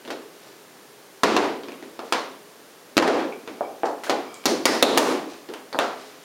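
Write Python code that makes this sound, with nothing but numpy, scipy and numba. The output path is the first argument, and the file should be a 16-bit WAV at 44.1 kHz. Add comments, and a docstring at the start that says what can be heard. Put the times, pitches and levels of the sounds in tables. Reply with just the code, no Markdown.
"""Slapping clay on a worktable

A potter flops a slab of wet clay onto a wooden table, grips it and slaps it flat with both hands.
Each impact excites the table top's damped modes (a thud) and squeezes out air (a crack); a bare studio
reverberates. Friction, small ticks and a faint whine lie between the blows. The camera's limiter
holds the loud slaps down, so the room swells up behind them as the gain recovers."""
import sys
import numpy as np
from scipy import signal
from scipy.fft import rfft, irfft
from scipy.io import wavfile
from scipy.ndimage import uniform_filter1d
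from numba import njit

SR = 44100
rng = np.random.default_rng(int(sys.argv[2]) if len(sys.argv) > 2 else 0)


def log_audio(samples):
    """Write samples as a 16-bit WAV file to the path given in sys.argv[1]."""
    # one column per channel
    frames = np.atleast_2d(samples).T
    # limit to full scale, then quantise
    limited = np.clip(frames, -1, 1)
    pcm = np.round(limited * 32767).astype(np.int16)
    wavfile.write(sys.argv[1], SR, pcm)


N = 275184
PULSE_SAMPLES = 4096

# Levels in the tables are relative.
# room air and microphone hiss: (frequency [Hz], spectral density [dB])
AIR_SPECTRUM = [(18, -76), (30, -49), (109, -20), (124, -13), (384, -5.5), (415, 1), (449, -6.5), (649, -8),
                (721, -10.5), (1670, -14.5), (2290, -17.5), (4300, -19.5), (6050, -21), (14000, -26),
                (16000, -28.5)]
# bands of the whine: (centre [Hz], bandwidth [Hz], level [dB])
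WHINE_BANDS = [(1210, 260, 2), (2320, 140, 1), (3220, 200, -8), (4960, 550, -14)]
# swells of the whine: (time [s], level [dB], hold [s])
WHINE_SWELLS = [(1.75, -55, .01), (3.635, -48, 0.011), (4.26, -46, 0.11)]
# the studio's diffuse field: (frequency [Hz], reverberation time T60 [s], tail level [dB])
REVERBERATION = [(139, 0.51, 4.5), (270, 0.94, 8.5), (387, 0.51, 11.5), (724, 0.53, 5.5), (1340, 0.5, 2.5),
                 (2920, 0.53, -2.5), (7340, 0.42, -2.5), (14000, 0.4, -9)]
# reflections from table, body, ceiling and walls: (delay [s], gain [ratio])
REFLECTIONS = [(.0031, 0.16), (.0062, 0.22), (.0088, 0.49), (0.011, 0.15), (0.011, 0.1), (0.0208, 0.22)]
# resonances of the loaded table top: (frequency [Hz], bandwidth [Hz], gain [dB])
TABLE_MODES = [(194, 10, -2.5), (266, 20, 1.5), (345, 41, -0.5), (446, 9.7, 1), (640, 1100, -1.5)]
# the table top's weak radiation in the bass: (frequency [Hz], gain [dB])
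BASS_RADIATION = [(30, -31.5), (70, -31.5), (110, -29.5), (160, -22.5), (210, -14), (270, -8)]
# clay and hands drag on the table: (peak time [s], level [dB], rise [s], fall [s])
DRAG_STROKES = [(0.492, -48.5, 0.35, .09), (2.065, -44.5, 0.048, 0.12), (3.86, -34, 0.03, 0.051),
                (4.07, -46, 0.025, 0.12), (5.305, -37.5, 0.041, 0.11), (6.0, -42.5, 0.14, 0.44)]
# small ticks: (time [s], level [dB], brightness [dB], spot resonance [Hz], spatter decay [s],
# resonance height [dB])
SMALL_TICKS = [(1.72, -1.5, 4, 2480, .003, 9), (3.324, -3.5, -5, 2390, 0.0035, 26),
               (4.036, 9.5, 8.5, 1930, .06, 3.5), (4.068, 16, -17, 1570, 0.0014, 16),
               (4.3429, -16.5, 21.5, 7560, 0.00055, 16), (4.44, 0, 2, 3000, 0.00069, 5),
               (5.5375, 10.5, -0.5, 3000, 0.0029, 7), (5.728, 16.5, -9.5, 4420, 0.0023, 17.5)]
# soft bumps of fingers and slab edges: (time [s], level [dB], brightness [dB], spot resonance [Hz])
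LIGHT_TOUCHES = [(.051, -2, 2.5, 610), (.077, 4.5, 2, 423), (1.635, 2, -0.5, 3280), (1.685, 7, -4, 2580),
                 (1.826, 2.5, -1, 350), (3.476, 9, -3, 2300), (5.4887, 6, -2.5, 420)]
# pats of a cupped hand: (time [s], level [dB], brightness [dB], spot resonance [Hz], thud [dB])
CUPPED_PATS = [(3.6085, 29, -8.5, 762, -8.5), (3.8338, 34.5, 1.5, 795, -9), (5.746, 23, 8, 1047, 0)]
# the slab is gripped and pulled off the boards: (time [s], level [dB], brightness [dB],
# spot resonance [Hz], spatter decay [s], thud [dB])
WET_SMACKS = [(.104, 18, 1.5, 444, 0.013, -1.5), (1.992, 18.5, -6, 1300, 0.0023, -4),
              (2.124, 28.5, 6.5, 1070, 0.0048, -3.5), (4.096, 30.5, 1, 764, 0.0095, -1.5),
              (5.789, 33.5, -.5, 1350, 0.001, -8.5)]
# the slab lands, one part after another: (time [s], level [dB], brightness [dB], spot resonance [Hz],
# spatter decay [s], thud [dB], reverberation gain [dB])
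SLAB_LANDINGS = [(1.234, 33, 2, 1060, 0.0051, 3.5, 8), (1.3653, 32.5, -1.5, 920, 0.0058, 0, 3.5),
                 (2.9686, 23.5, 11, 4300, 0.012, 22, -4.5), (2.979, 45, -0.5, 1440, 0.00051, 4, -5),
                 (3.024, 37, -7.5, 436, .0065, -7, 6.5), (3.077, 33, -5.5, 430, 0.0035, -4, 6.5)]
# two-handed slaps: (time [s], level [dB], brightness [dB], thud [dB], second hand's lag [s],
# first spot resonance [Hz], second spot resonance [Hz], resonance height [dB])
HAND_SLAPS = [(4.456, 26.5, 0.5, 6, 0.0037, 5800, 4300, 9), (4.6548, 32.5, 0, 0, 0.0035, 5120, 1950, 10),
              (4.826, 42, -5.5, -2, .004, 3900, 3760, 11), (4.9752, 39, -1.5, -1.5, 0.0065, 1110, 265, 5.5)]


def amp(db):
    """Amplitude ratio of a level in decibels."""
    return 10 ** (np.asarray(db) / 20)


def unit_rms(x):
    """Normalisation to unit mean power."""
    return x / np.sqrt(np.mean(x ** 2) + 1e-20)


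def curve(points, hz, column=1):
    """Linear interpolation of a table column over log frequency."""
    columns = np.transpose(points)
    return np.interp(np.log(hz + 1), np.log(columns[0] + 1), columns[column])


def add(mix, time, sound):
    """Superposition of a sound onto the mix, starting at a time in seconds."""
    part = mix[round(time * SR):][:len(sound)]
    part += sound[:len(part)]


def resonance(hz, centre, width):
    """Lorentzian resonance curve, 1 at its centre."""
    return 1 / (1 + (2 * (hz - centre) / width) ** 2)


def minimum_phase(gain_db):
    """Minimum-phase response: the quickest causal pulse with this spectrum."""
    log_gain = np.log(amp(np.r_[gain_db, gain_db[-2:0:-1]]))
    log_spectrum = np.conj(signal.hilbert(log_gain))
    return irfft(np.exp(log_spectrum)[:len(gain_db)])


def swell(time, db, rise, hold, fall):
    """Exponential growth and decay around a hold; each slope spans 20 dB in its time."""
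    t = np.arange(N) / SR - time
    return amp(db - 20 * np.maximum(np.maximum(-t / rise, (t - hold) / fall), 0))


def noise(spectrum):
    """Stationary Gaussian noise with the given spectrum, rms 1."""
    gain = amp(curve(spectrum, np.fft.rfftfreq(N, 1 / SR)))
    return unit_rms(irfft(rfft(rng.standard_normal(N)) * gain, N))


def room_air(level_db=-48):
    """The noise floor: steady broadband room air and microphone hiss."""
    return amp(level_db) * noise(AIR_SPECTRUM)


def whine(waver_db=2, waver_hz=18):
    """Amplitude modulation: narrow noise bands swell and fade together, each wavering on its own."""
    hz, out = np.fft.rfftfreq(N, 1 / SR), np.zeros(N)
    for centre, width, db in WHINE_BANDS:
        band = irfft(rfft(rng.standard_normal(N)) * amp(db) * resonance(hz, centre, width), N)
        waver = unit_rms(irfft(rfft(rng.standard_normal(N)) * (hz < waver_hz), N))
        out += band * amp(waver_db * waver)
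    envelope = sum(swell(time, db, rise=0.08, hold=hold, fall=0.19) for time, db, hold in WHINE_SWELLS)
    return unit_rms(out) * envelope


def studio_tail(build_s=0.00075):
    """Reverberation: a diffuse field builds at once and decays exponentially, the treble first."""
    hz, t, bands = signal.stft(rng.standard_normal(SR), SR, nperseg=256)
    t60 = curve(REVERBERATION, hz)[:, None]
    tail_db = curve(REVERBERATION, hz, column=2)[:, None]
    unit_energy = np.sqrt(2 * np.log(1000) / (t60 * SR))
    bands = bands * amp(tail_db - 60 * t / t60) * unit_energy
    tail = signal.istft(bands, SR, nperseg=256)[1][:SR]
    return tail * (1 - np.exp(-np.arange(SR) / SR / build_s))


def early_paths(cutoff_hz=6000):
    """Multipath propagation: the direct sound and a few delayed, dulled reflections."""
    echoes = np.zeros(PULSE_SAMPLES)
    for delay, gain in REFLECTIONS:
        echoes[round(delay * SR)] += gain
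    dulled = signal.lfilter(*signal.butter(1, cutoff_hz, fs=SR), echoes)
    return signal.unit_impulse(PULSE_SAMPLES) + dulled


def drags(grain_db=3, gain_db=-5):
    """Sliding friction: damp clay on the boards gives noise with a grainy amplitude."""
    strokes = sum(swell(time, db, rise, 0, fall) for time, db, rise, fall in DRAG_STROKES)
    grains = amp(grain_db * unit_rms(uniform_filter1d(rng.standard_normal(N), size=90)))
    hiss = noise([(80, -28), (300, -2), (1000, -5), (4000, -6), (8000, -14), (16000, -47)])
    rub = strokes * unit_rms(grains * hiss)
    return amp(gain_db) * (rub + signal.fftconvolve(rub, studio_tail())[:N])


def contact_force(decay_s, crossover_hz=1500):
    """Impulsive excitation: one push in the bass, a spatter in the treble as wet surfaces close."""
    t, hz = np.arange(PULSE_SAMPLES) / SR, np.fft.rfftfreq(PULSE_SAMPLES, 1 / SR)
    spatter = rng.standard_normal(PULSE_SAMPLES) * np.exp(-t / decay_s)
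    treble_share = 1 / (1 + (crossover_hz / (hz + 1)) ** 4)
    push = minimum_phase(10 * np.log10(1 - treble_share))
    high_pass = minimum_phase(10 * np.log10(treble_share + 1e-6))
    return push + signal.fftconvolve(spatter / np.linalg.norm(spatter), high_pass)[:PULSE_SAMPLES]


def impact(time, db, bright_db, spot_hz, decay_s, thud_db, room_db, mid_db, crack_db, fizz_db, spot_db):
    """Source and filter: the contact force and a diffuse tail, shaped by table and spot resonances."""
    excitation = amp(room_db) * studio_tail()  # a new tail for every spot
    add(excitation, 0, signal.fftconvolve(contact_force(decay_s), early_paths()))
    hz = np.fft.rfftfreq(PULSE_SAMPLES, 1 / SR)
    mid_db += 0.69 * bright_db  # only part of the brightness reaches the mids
    crack_db += bright_db
    fizz_db += bright_db
    gain_db = curve([(300, thud_db), (720, 0), (1600, mid_db), (4200, crack_db),
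                     (10500, fizz_db), (16000, fizz_db - 7.5)], hz)
    gain_db += curve(BASS_RADIATION, hz)
    gain_db += sum(height * resonance(hz, centre, width) for centre, width, height in TABLE_MODES)
    gain_db += spot_db * resonance(hz, spot_hz, width=0.28 * spot_hz)  # the struck spot is well damped
    out = np.zeros(N)
    add(out, time, signal.fftconvolve(excitation, minimum_phase(db + gain_db)))
    return out


def ticks():
    """Damped resonance: small ticks with a brief ring and little thud."""
    tone = dict(thud_db=-11, room_db=1.5, mid_db=-5, crack_db=-11.5, fizz_db=-20)
    return sum(impact(*row, spot_db=spot_db, **tone) for *row, spot_db in SMALL_TICKS)


def touches():
    """Weak modal excitation: light contacts that are mostly table thud."""
    tone = dict(thud_db=7, room_db=3.5, mid_db=-3.5, crack_db=-6, fizz_db=-29, spot_db=6.5)
    return sum(impact(*row, decay_s=0.0016, **tone) for row in LIGHT_TOUCHES)


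def pats():
    """Air cushioning: a cupped hand leaves a round pop with almost no treble."""
    tone = dict(room_db=-2.5, mid_db=-14.5, crack_db=-47, fizz_db=-66, spot_db=3)
    return sum(impact(*row, decay_s=0.0005, thud_db=thud_db, **tone) for *row, thud_db in CUPPED_PATS)


def smacks():
    """Release of adhesion: damp clay parts from wood with a bright smack."""
    tone = dict(room_db=-1, mid_db=-7, crack_db=-10.5, fizz_db=-28.5, spot_db=6)
    return sum(impact(*row, **tone) for row in WET_SMACKS)


def flops():
    """Inelastic collision: the heavy slab's momentum drives the table top, and through it the room."""
    return sum(impact(*row, mid_db=-4, crack_db=-9, fizz_db=-25.5, spot_db=3) for row in SLAB_LANDINGS)


def slaps(second_hand_db=-1.5):
    """Air expulsion: two palms crack milliseconds apart, each with the hollow ring of its own spot."""
    out = np.zeros(N)
    for time, db, bright_db, thud_db, lag, first_hz, second_hz, spot_db in HAND_SLAPS:
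        palm = dict(thud_db=thud_db, room_db=2, mid_db=-5.5, crack_db=-7.5, fizz_db=-14.5, spot_db=spot_db)
        out += impact(time, db, bright_db, first_hz, decay_s=0.005, **palm)
        out += impact(time + lag, db + second_hand_db, bright_db, second_hz, decay_s=0.0019, **palm)
    return out


def scene(contacts_db=-1):
    """Linear superposition of the work on the clay and the studio's quiet background."""
    contacts = flops() + slaps() + smacks() + pats() + touches() + ticks()
    return (amp(contacts_db) * contacts + drags() + whine() + room_air())[None]


@njit
def gain_reduction(excess_db, attack, recovery):
    """Envelope following: the cut in dB closes quickly on any excess and recovers at a steady rate."""
    cut, out = 0., np.zeros(len(excess_db))
    for i in range(len(excess_db)):
        if excess_db[i] > cut:
            cut += attack * (excess_db[i] - cut)
        else:
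            cut = max(cut - recovery, 0.)
        out[i] = cut
    return out


def record(dry, threshold_db=-15, lag_s=0.0004, attack_s=0.0027, recovery_db_per_s=120, ceiling=0.76):
    """Limiting and saturation: the gain drops a moment late, so the first peaks overload softly."""
    x = signal.lfilter(*signal.iirnotch(7910, Q=36, fs=SR), dry[0])  # the microphone's treble dip
    excess_db = 20 * np.log10(abs(x) + 1e-9) - threshold_db
    cut_db = gain_reduction(excess_db, 1 / (attack_s * SR), recovery_db_per_s / SR)
    t = np.arange(N) / SR
    x = x * amp(-np.interp(t - lag_s, t, cut_db))
    x = ceiling * np.tanh(x / ceiling)
    x = signal.lfilter(*signal.butter(1, 85, "high", fs=SR), x)
    low_pass = signal.firwin(255, 16100, window=("kaiser", 9), fs=SR)
    return signal.oaconvolve(x, low_pass, "same")[None]


dry = scene()
out = record(dry)
log_audio(out)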